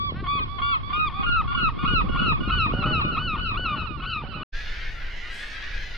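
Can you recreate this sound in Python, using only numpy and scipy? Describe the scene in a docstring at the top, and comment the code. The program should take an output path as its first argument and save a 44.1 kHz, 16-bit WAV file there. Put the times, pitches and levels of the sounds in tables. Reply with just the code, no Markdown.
"""A gull gives its long call in gusty wind: a few wails, then a run of yelps, with low moans between.
The voice is a set of harmonics through throat resonances with hoarse breaks, the wind is shaped noise
with sharp buffets on the microphone, and both come back in strong echoes, so one bird sounds like several.
After a brief silence a flock of jackdaws, many short arched calls, chatters over the roofs of a town;
noise makes the far traffic, the breeze and a swish of wings overhead."""
import sys
import numpy as np
from scipy import signal
from scipy.fft import rfft, irfft, next_fast_len
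from scipy.io import wavfile
from scipy.ndimage import uniform_filter1d, map_coordinates

SR = 44100
rng = np.random.default_rng(int(sys.argv[2]) if len(sys.argv) > 2 else 0)


def wrap_up_sound(samples):
    """Save the sound to the file named by the first command line argument, as 16-bit audio."""
    columns = np.atleast_2d(samples).T
    # keep every value between -1 and 1, then stretch to whole-number steps
    tamed = np.clip(columns, -1, 1)
    steps = np.round(tamed * 32767).astype(np.int16)
    wavfile.write(sys.argv[1], SR, steps)


N = 263277
TIME = np.arange(-SR, N) / SR  # seconds; starts a second early: earlier notes are still echoing
FLOCK_START = 4.524  # s
# How the flock and the breeze over the roofs rise and fall. Each row: time in seconds, then relative
# levels in dB of the chatter, the treble of the chatter and the wind.
FLOCK_LEVELS = [(4.54, -40.5, -45.5, -30.5), (4.85, -38.5, -48.5, -31.5), (5.05, -41, -53.5, -31.5),
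                (5.4, -38, -47, -39.5), (5.8, -38, -47, -29.5), (5.96, -42.5, -48, -32)]


def amp(db):
    """Decibels to an amplitude factor."""
    return 10 ** (np.asarray(db) / 20)


def unit(x):
    """The sound at rms 1."""
    return x / np.sqrt(np.mean(x ** 2) + 1e-20)


def along(points, hz):
    """(Hz, value) points read on a log frequency axis."""
    f, v = np.transpose(points)
    return np.interp(np.log(hz + 1), np.log(f + 1), v)


def curves(rows, t):
    """Each column after the time, read at the times t."""
    s, *cols = np.transpose(rows)
    return [np.interp(t, s, c) for c in cols]


def wobble(rate, size):
    """A smooth random curve, rate knots a second."""
    knots = rng.standard_normal(int(size * rate / SR) + 4)
    return map_coordinates(knots, [np.arange(size) * rate / SR])


def filtered(x, response):
    """The sound times a response of frequency."""
    size = x.shape[-1]
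    m = next_fast_len(size + 8192)
    return irfft(rfft(x, m) * response(np.fft.rfftfreq(m, 1 / SR)), m)[..., :size]


def coloured(x, spectrum):
    """The sound through a (Hz, dB) spectrum, at rms 1."""
    return unit(filtered(x, lambda hz: amp(along(spectrum, hz))))


def stereo_noise(spectrum, side_db):
    """Coloured noise with a weaker side part."""
    mid, side = coloured(rng.standard_normal((2, len(TIME))), spectrum)
    return mid + amp(side_db) * np.array([side, -side])


def gate(t, start, end, fade):
    """1 between start and end, with soft edges centred on both."""
    return np.sin(np.pi / 2 * np.clip(np.minimum(t - start, end - t) / fade + .5, 0, 1)) ** 2


def add(track, s, sound):
    """Mix a sound in at time s."""
    part = track[..., max(round((s + 1) * SR), 0):][..., :sound.shape[-1]]
    part += sound[..., :part.shape[-1]]


def phase_of(pitch):
    """Phase in radians of a voice that follows a pitch in Hz."""
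    return 2 * np.pi * np.cumsum(pitch) / SR


def reverb(x, t60, channels):
    """Diffuse outdoor tail: decaying noise of unit energy."""
    t = np.arange(SR * 3 // 4) / SR
    tail = rng.standard_normal((channels, len(t))) * amp(-60 * t / t60)
    tail /= np.linalg.norm(tail[0])
    return signal.fftconvolve(np.atleast_2d(x), tail, axes=1)[:, :x.shape[-1]]


def rasp(length, pitch_hz=1110, fall_hz_per_s=0, jitter=.035, flutter_db=4, split_db=-9, hiss_db=-2):
    """The syrinx stutters: its pitch wanders and splits into thirds, with air rushing through."""
    # Colour of the hoarse voice. Each row: frequency in Hz, relative level in dB.
    rasp_colour = [(300, -42), (750, -1), (1150, 5.5), (1650, -3.5), (2400, -8.5), (3200, -7),
                   (4200, -21.5), (5500, -41)]
    t = np.arange(int((length + .02) * SR)) / SR
    phase = phase_of((pitch_hz - fall_hz_per_s * t) * np.exp(jitter * wobble(150, len(t))))
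    # whole harmonics at full strength, the thirds between them weaker
    buzz = sum(amp(split_db * (k % 3 > 0)) * np.cos(k * phase / 3) for k in range(2, 13))
    stutter = amp(flutter_db * wobble(110, len(t)))
    hiss = amp(hiss_db) * rng.standard_normal(len(t))
    return coloured((buzz + hiss) * stutter, rasp_colour) * gate(t, .008, length + .008, .016)


def cry(pitch, low_db, high_db, tilt_db, jitter=0.0046, shimmer_db=1.08):
    """A harmonic cry, shakiest at first, whose partials sweep through the throat's resonances."""
    # Weight of the gull's overtones. Each row: frequency in Hz, relative level in dB.
    throat = [(2000, -3), (2300, -4), (2500, 1.5), (2850, 1.5), (3450, 2.5), (3750, -12.5), (3880, -8),
              (4080, -3), (4400, -15.5), (4620, -8), (4850, -24.5), (5020, -39.5), (5300, -23),
              (5700, -45.5)]
    # Weight of the gull's fundamental. Each row: frequency in Hz, relative level in dB.
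    low_throat = [(950, -16.5), (1060, 0), (1150, 1.5), (1260, -2.5), (1350, -1), (1440, -8), (1500, -10.5)]
    shaky_start, settle_s = 2.7, 0.024  # extra unsteadiness as a note sets in, and how fast it settles
    attack_db, attack_s = -6.5, 0.0055  # every note swells in
    release_db, release_s = -18.5, 0.0031  # the overtones die away before the note ends
    t = np.arange(len(pitch)) / SR
    shaky = 1 + shaky_start * np.exp(-t / settle_s)
    pitch = pitch * (1 + jitter * shaky * wobble(350, len(t)))
    phase = phase_of(pitch)
    orders = np.arange(2, 6)[:, None]
    # tilt_db: a step from one overtone to the next
    weights = amp(along(throat, orders * pitch) + tilt_db * (orders - 2))
    overtones = (weights * np.sin(orders * phase)).sum(0)
    fundamental = amp(low_db + along(low_throat, pitch)) * np.sin(phase)
    ending_db = release_db * np.exp((t - t[-1]) / release_s)
    tone = fundamental + amp(high_db + ending_db) * overtones
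    swell_db = attack_db * np.exp(-t / attack_s) + shimmer_db * shaky * wobble(140, len(t))
    return np.sqrt(2) * tone * amp(swell_db) * gate(t, .002, t[-1] - .002, .004)


def wail(length, pitch_hz, rise, low_db, high_db, crescendo_db=2):
    """A smooth, gently arched note that slides up, brightens as it goes, then sags and dies away."""
    rise_s = .045
    sag, sag_s = .19, .014  # the final sag as a share of the pitch
    ending_db, ending_s = -9, 0.0091
    t = np.arange(int(length * SR)) / SR
    slide = rise * np.exp(-(t / rise_s) ** 2)
    pitch = pitch_hz * (1 - slide - sag * np.exp((t - length) / sag_s))
    fade_db = ending_db * np.exp((t - length) / ending_s)
    brighten_db = crescendo_db * (t / length - .5)
    return cry(pitch, low_db + fade_db, high_db + fade_db / 2 + brighten_db,
               tilt_db=-1.5, jitter=0.0034, shimmer_db=0.7)


def yelp(length, scoop, hitch, knee, top_hz, fall_hz, low_db, high_db, scoop_db, break_s):
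    """The voice scoops or jumps to a high held note, falls ever more slowly and collapses at the end."""
    scoop_hz_per_s, scoop_hz = 14000, 378.5  # slope and greatest depth of the scoop
    creep_hz_per_s, knee_s = 200, 0.0031  # the held top creeps upward, then bends into the fall
    step_share, step_s, fall_s = .3, .012, .1  # each fall opens with a quick step
    full_collapse_hz, collapse_s = 420, 0.005
    gentle_break_s = 0.02  # the longer the break, the smaller the collapse
    hitch_db, hitch_overtones_db = -8.5, -9.5  # the voice drops out as it jumps to the top pitch
    accent_db, accent_s = 3.5, 0.011  # and comes back with a bright accent
    held_db, swell_s, fade_db_per_s = -5, 0.0045, 22.5  # overtones: weaker on the held top, then fading
    taper_db, taper_share = -14.5, .5  # they taper off over this share of the length of the break
    yelp_tilt_db, push_db = -6, 6
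    push_after_s, push_s = 0.046, 0.029  # brightest in a push just after the fall begins
    usual_top_hz, bright_db_per_hz = 1467, 0.08  # higher yelps are brighter on the held top

    t = np.arange(int(length * SR)) / SR
    falling = knee_s * np.logaddexp(0, (t - knee) / knee_s)  # time since the fall began, round corner
    rise_hz = np.minimum(scoop_hz_per_s * np.maximum(scoop - t, 0), scoop_hz)
    creep_hz = creep_hz_per_s * np.maximum(knee - t, 0)
    quick_step = step_share * np.exp(-falling / step_s)
    slow_fall = (1 - step_share) * np.exp(-falling / fall_s)
    drop_hz = fall_hz * (1 - quick_step - slow_fall)
    collapse_hz = full_collapse_hz * np.exp((t - length) / collapse_s - break_s / gentle_break_s)
    pitch = top_hz - rise_hz - creep_hz - drop_hz - collapse_hz

    on_top = gate(t, scoop, 1, .004)
    dropout = gate(t, scoop - hitch, scoop, .004) * (hitch > 0)
    onset_db = scoop_db * (1 - on_top) + hitch_db * dropout
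    accent = (hitch > 0) * on_top * np.exp(-((t - scoop) / accent_s) ** 2)
    overtones_db = accent_db * accent + hitch_overtones_db * dropout
    swell_db = held_db * np.exp(-falling / swell_s) - fade_db_per_s * falling
    swell_db += taper_db * np.exp((t - length) / (taper_share * break_s))
    effort = np.exp(-((t - knee - push_after_s) / push_s) ** 2)  # the bird pushes hardest during the fall
    held_bright_db = bright_db_per_hz * (top_hz - usual_top_hz) * (1 - effort) * (t < knee + push_after_s)
    tilt_db = yelp_tilt_db + push_db * effort + held_bright_db
    return cry(pitch, low_db + onset_db, high_db + onset_db + overtones_db + swell_db, tilt_db)


def moan(length, start_hz, end_hz, resonance_hz, jitter, sharpness=2.8):
    """A low, gravelly note: harmonics through one throat resonance."""
    scoop, scoop_s, entry_db = .16, .022, -12  # starts softly, and flat by a share of its pitch
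    t = np.arange(int(length * SR)) / SR
    entry = np.exp(-t / scoop_s)
    unsteady = 1 + jitter * (.5 * wobble(25, len(t)) + wobble(300, len(t)))
    phase = phase_of(np.linspace(start_hz, end_hz, len(t)) * (1 - scoop * entry) * unsteady)
    tone = 0
    for k in range(1, 12):
        ratio = k * end_hz / resonance_hz
        tone = tone + np.sin(k * phase) / np.hypot(1, sharpness * (ratio - 1 / ratio))
    gravel = amp(2 * wobble(130, len(t)) + entry_db * entry)
    return unit(tone * gravel) * gate(t, .01, length - .01, .02)


def gull(rasp_db=-3, tail_db=-22):
    """Each wail and yelp opens with a hoarse catch and breaks up again as the pitch drops."""
    # The opening wails. Each row: start in seconds, length in seconds, pitch in Hz, upward slide as a
    # share of the pitch, then relative levels in dB of the fundamental, the overtones and the catch.
    wail_notes = [(-.675, .145, 1165, 0.035, -39, -55.5, -40.5), (-.376, .139, 1152, .02, -30, -39, -30),
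                  (-.029, .146, 1156, 0.025, -30, -37.5, -29.5),
                  (.284, .166, 1250, .045, -26, -34.5, -31.5)]
    # The run of yelps. Each row: start, length, scoop, hitch and start of the fall in seconds, top pitch
    # in Hz, fundamental, overtones, scoop against the rest and catch in relative dB, break in seconds,
    # break in relative dB.
    yelp_notes = [ (.595, 0.18, .027, .013, 0.12, 1422, -20.5, -33.5, -10, -30, .014, -35),
                  (0.893, 0.16, .040, 0.018, 0.098, 1437, -21.5, -32, -8, -30, .013, -33),
                  (1.201, 0.17, .032, 0.013, 0.11, 1451, -23, -31, -3, -27.5, 0.014, -34.5),
                  (1.514, .170, .034, 0.014, 0.1, 1462, -24, -30.5, -2, -29.5, 0.014, -34),
                  (1.854, 0.17, .021, 0.0061, 0.084, 1486, -23.5, -29, 1.5, -29.5, 0.015, -32.5),
                  (2.194, 0.17, .021, 0.012, 0.088, 1488, -25.5, -30, 4.5, -29.5, 0.023, -39),
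                  (2.532, .187, .024, 0, .093, 1494, -27, -31, -1, -31.5, .024, -40),
                  (2.912, .200, .027, 0, 0.09, 1490, -27, -32, -0.5, -32.5, .036, -42.5),
                  (3.406, 0.17, .024, 0, 0.072, 1515, -32, -33, -1.5, -34.5, 0.05, -43.5)]
    # Soft low moans between the notes. Each row: start in seconds, length in seconds, start pitch in Hz,
    # end pitch in Hz, resonance in Hz, pitch jitter as a share, level in dB.
    moan_notes = [(-.513, .096, 374.4, 401.5, 1445, 0.0031, -42.5),
                  (0.492, 0.11, 399.8, 398, 820, 0.0063, -44.5),
                  (2.092, 0.225, 189.9, 211.8, 685, .016, -40.5),
                  (3.598, .17, 193.9, 207.2, 744.3, 0.018, -57)]
    first_fall_hz, deepen_hz_per_s = 232.5, 68  # depth of a fall at time 0; falls deepen through the run
    wail_catch_s, yelp_catch_s, catch_overlap_s = 0.036, .022, .008  # the catch runs into the note
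    wail_break_db, wail_break_s = -17, 0.021  # the break that ends a wail, against its fundamental
    wall_s, wall_db = .036, -16.5  # a nearby wall repeats every note

    voice = np.zeros(len(TIME))
    notes = []
    for s, length, hz, rise, low_db, high_db, catch_db in wail_notes:
        note = wail(length, hz, rise, low_db, high_db)
        notes.append((s, note, wail_catch_s, catch_db, wail_break_s, low_db + wail_break_db))
    for (s, length, scoop, hitch, knee, hz, low_db, high_db,
         scoop_db, catch_db, break_s, break_db) in yelp_notes:
        fall_hz = first_fall_hz + deepen_hz_per_s * s
        note = yelp(length, scoop, hitch, knee, hz, fall_hz, low_db, high_db, scoop_db, break_s)
        notes.append((s, note, yelp_catch_s, catch_db, break_s, break_db))
    for s, note, catch_s, catch_db, break_s, break_db in notes:
        add(voice, s + catch_overlap_s - catch_s - .008, amp(catch_db + rasp_db) * rasp(catch_s))
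        add(voice, s, note)
        croak = rasp(break_s, pitch_hz=1070, fall_hz_per_s=7500, jitter=.025,
                     split_db=-12.5, hiss_db=-7, flutter_db=1.5)
        add(voice, s + len(note) / SR - .012, amp(break_db) * croak)
    for s, length, start_hz, end_hz, resonance_hz, jitter, db in moan_notes:
        add(voice, s, amp(db) * moan(length, start_hz, end_hz, resonance_hz, jitter))
    wall = amp(wall_db) * np.interp(TIME - wall_s, TIME, voice)
    return voice + wall + amp(tail_db) * reverb(voice, t60=.45, channels=1)[0]


def wind(rumble_db=-9, rumble_growth=0.61, push_db=6.0, flutter_db=-5, buffet_db=-2, air_db=-54,
         thump_t60=0.11):
    """Gusts on the microphone over far air: the harder the gust, the more buffeting over the rumble."""
    # The wind rises to one long, uneven gust and drops again. Each row: time in seconds, strength in
    # relative dB.
    gusts = [(-.56, -41.5), (-.45, -41.5), (-.15, -45.5), (.55, -48.5), (.86, -47), (1, -38), (1.14, -46),
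             (1.22, -33), (1.5, -36), (1.95, -35), (2.28, -30.5), (2.5, -32.5), (2.7, -43.5), (3.3, -53),
             (3.8, -59.5)]
    # Deep rumble. Each row: frequency in Hz, relative level in dB.
    rumble_colour = [(10, -16), (20, 10), (80, 5), (135, 2.5), (220, -43.5)]
    # Lumpy buffeting. Each row: frequency in Hz, relative level in dB.
    buffet_colour = [(80, -40.5), (145, 4), (200, 1.5), (300, -4.5), (450, -12), (700, -19.5),
                     (1500, -51.5)]
    # Steady far air. Each row: frequency in Hz, relative level in dB.
    shore_air = [(1200, 2), (1900, -4.5), (3000, -5), (4200, -6), (5400, -18)]
    # Sharp buffets on the microphone. Each row: start in seconds, relative level in dB, centre in Hz.
    thumps = [(-.522, -29, 280), (-.5, -32.5, 170), (-.477, -29.5, 111), (-.442, -36, 161),
              (-.417, -33.5, 217), (-.292, -31, 155), (-.24, -35.5, 170), (.933, -36, 150),
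              (.985, -29, 149.3), (1.195, -26.5, 152.5), (1.233, -27.5, 150), (1.291, -24.5, 160),
              (1.396, -23.5, 154.5), (1.454, -30.5, 180), (1.576, -27.5, 149.5), (1.638, -26.5, 149.3),
              (1.676, -26.5, 150), (1.749, -31, 160), (1.831, -23, 160), (2.018, -27, 150),
              (2.094, -23.5, 377), (2.145, -28, 151), (2.242, -28, 164.6), (2.278, -24.5, 152),
              (2.333, -26, 170), (2.406, -27.5, 171), (2.478, -30, 150), (3.135, -32.5, 149.8)]
    gust_db, = curves(gusts, TIME)
    size = len(TIME)

    def noise(spectrum):
        """Coloured noise for the whole length."""
        return coloured(rng.standard_normal(size), spectrum)

    rumble = unit(noise(rumble_colour) * amp(1.8 * wobble(14, size)))
    low = amp(rumble_growth * gust_db + rumble_db) * rumble
    lumps = amp(gust_db + buffet_db) * unit(noise(buffet_colour) * amp(4.5 * wobble(45, size)))
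    t = np.arange(SR // 8) / SR
    for s, db, hz in thumps:  # an eddy strikes the port and dies at once
        u = 2 * np.pi * hz * t - np.pi
        add(lumps, s, -amp(db + push_db) * u * np.exp((1 - u ** 2) / 2))
        decay = amp(db + flutter_db - 60 * t / thump_t60) * (1 - np.exp(-t / 0.00071))
        add(lumps, s, decay * coloured(rng.standard_normal(len(t)), buffet_colour))
    return low + lumps + amp(air_db) * noise(shore_air)


def echoed(x):
    """Whole repeats of the sound, each with its own strength and sign on either side."""
    # The direct sound and its echoes. Each row: delay in seconds, left gain, right gain (factors).
    echoes = [(0, 0.94, -0.99), (.643, -1.03, -0.92), (.857, 0.046, 0.49), (1.5, 0.48, 0.21),
              (2.143, -0.27, -0.25), (2.357, 0.053, 0.16)]
    gull_top_hz = 5500
    out = np.zeros((2, len(TIME)))
    for delay, left, right in echoes:
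        add(out, delay - 1, np.outer([left, right], x))  # TIME starts at -1 s
    return filtered(out, lambda hz: 1 / np.hypot(1, (hz / gull_top_hz) ** 100))


def caw(length, start_hz, end_hz, arch=0.018, jitter=0.0046, slope_db=-3):
    """A jackdaw's short arched 'kya', built of harmonics from the second up."""
    u = np.linspace(0, 1, int(length * SR))
    bend = arch * (np.sin(np.pi * u) - .5) + jitter * wobble(398.4, len(u))
    phase = phase_of((start_hz + (end_hz - start_hz) * u) * (1 + bend))
    tone = sum(amp(slope_db * (k - 2)) * np.sin(k * phase) for k in range(2, 8))
    return unit(tone * gate(u, 0.067, 0.99, 0.1))


def jackdaws(count=440, chatter_db=-1.5, treble_db=0.0, wet_db=-8, spread=0.63, near_db=-1):
    """Many birds call one over another; the roofs blur them into an even chatter."""
    # Colour of the far chatter. Each row: frequency in Hz, relative level in dB.
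    chatter_colour = [(900, -20), (1150, -10.5), (1400, -6.5), (1550, -5), (1750, -3), (2400, -9.5),
                      (3500, -14.5), (5000, -23), (6200, -29), (7500, -40.5), (9000, -50)]
    # Nearer jackdaws that stand out. Each row: start in seconds, length in seconds, start pitch in Hz,
    # end pitch in Hz, relative level in dB.
    near_caws = [(4.521, 0.097, 771, 860, -40.5), (4.8, .115, 1040, 1110, -45.5),
                 (5.24, 0.071, 1020, 1006, -46.5), (5.36, 0.11, 965, 927, -48.5),
                 (5.62, 0.063, 900, 928, -43.5), (5.716, 0.095, 846, 774, -42.5)]
    # Thin far whistles. Each row: start in seconds, length in seconds, start pitch in Hz, end pitch
    # in Hz, level in dB.
    far_whistles = [(4.62, 0.13, 3610, 3420, -47), (4.78, .07, 3280, 2960, -47),
                    (5.1, 0.074, 2890, 2870, -42.5), (5.21, 0.17, 2630, 3040, -47),
                    (5.366, 0.1, 3380, 3510, -45)]
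    crowd_jitter, crowd_rasp_db = .012, 2.5  # hoarse voices: unsteady pitch (share) and level

    crowd, near = np.zeros((2, len(TIME))), np.zeros(len(TIME))
    starts = np.linspace(FLOCK_START - .2, N / SR, count)
    pitches, traits = rng.standard_normal(count), rng.uniform(-1, 1, (count, 4))
    for s, pitch, (size, glide, place, loud) in zip(starts, pitches, traits):
        start_hz = 900 * np.exp(.2 * pitch)
        end_hz = start_hz * np.exp(0.0796 * glide)
        call = caw(.075 * np.exp(.5 * size), start_hz, end_hz, arch=0.04, jitter=crowd_jitter, slope_db=1.0)
        call = call * amp(crowd_rasp_db * wobble(260, len(call)))
        add(crowd, s, amp(6.7 * loud) * np.outer([1 + spread * place, 1 - spread * place], call))
    crowd = coloured(crowd + amp(wet_db) * reverb(crowd, t60=0.42, channels=2), chatter_colour)
    body = filtered(crowd, lambda hz: 1 / (1 + (hz / 2900) ** 8))

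    def even(x):
        """Level out the swells over a fifth of a second."""
        return x / np.sqrt(np.abs(uniform_filter1d(x.mean(0) ** 2, SR // 5)) + 1e-6)

    body_db, high_db, _ = curves(FLOCK_LEVELS, TIME)
    for s, length, start_hz, end_hz, db in near_caws:
        add(near, s, amp(db + near_db) * caw(length, start_hz, end_hz, slope_db=-11.5))
    for s, length, start_hz, end_hz, db in far_whistles:
        size = int(length * SR)
        pitch = np.linspace(start_hz, end_hz, size) * (1 + 0.0053 * wobble(185, size))
        add(near, s, amp(db) * np.hanning(size) * np.sin(phase_of(pitch)))
    chatter = amp(body_db + chatter_db) * even(body) + amp(high_db + treble_db) * even(crowd - body)
    return chatter + near + amp(wet_db) * reverb(near, t60=0.91, channels=2)


def rooftops(town_db=-51, breeze_db=0, wings_db=5):
    """Far traffic, a breeze on the microphone and wings passing overhead, all of shaped noise."""
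    # Far traffic. Each row: frequency in Hz, relative level in dB.
    town_colour = [(100, -4), (400, -4.5), (1000, -8.5), (2500, -14.5), (6000, -50), (10000, -51)]
    # Breeze on the microphone. Each row: frequency in Hz, relative level in dB.
    breeze_colour = [(8, -13), (14, 0.5), (35, -9), (70, -20.5), (150, -33), (350, -74)]
    # The wings come and go. Each row: time in seconds, relative level in dB.
    wing_levels = [(5.28, -80), (5.35, -60.5), (5.41, -63.5), (5.47, -68), (5.62, -80.5)]
    # Swish of the feathers. Each row: frequency in Hz, relative level in dB.
    swish_colour = [(2000, -10), (5000, -3), (8500, 2), (10000, -5), (11500, -22), (14500, -10),
                    (15500, -11)]
    wind_db = curves(FLOCK_LEVELS, TIME)[2]
    breeze = amp(wind_db + breeze_db) * stereo_noise(breeze_colour, side_db=-17.0)
    wing_db = curves(wing_levels, TIME)[0] + wings_db + 1.5 * wobble(35, len(TIME))
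    beats = amp(wing_db) * gate(TIME, 5.22, 5.68, .08)
    traffic = amp(town_db) * stereo_noise(town_colour, side_db=-5.0)
    return breeze + traffic + beats * stereo_noise(swish_colour, side_db=-10.5)


def scene():
    """The gull in the wind, a brief silence, then the jackdaws over the town."""
    gull_end = 4.433  # s
    shore = echoed(gull() + wind()) * gate(TIME, -1, gull_end, 0.0012)
    town = (jackdaws() + rooftops()) * gate(TIME, FLOCK_START + 0.0097, 7, 0.027)
    return (shore + town)[:, SR:]  # drop the early second


def record(dry):
    """Nothing is kept above the band limit."""
    top_hz = 15500
    return filtered(dry, lambda hz: hz < top_hz)


dry = scene()
out = record(dry)
wrap_up_sound(out)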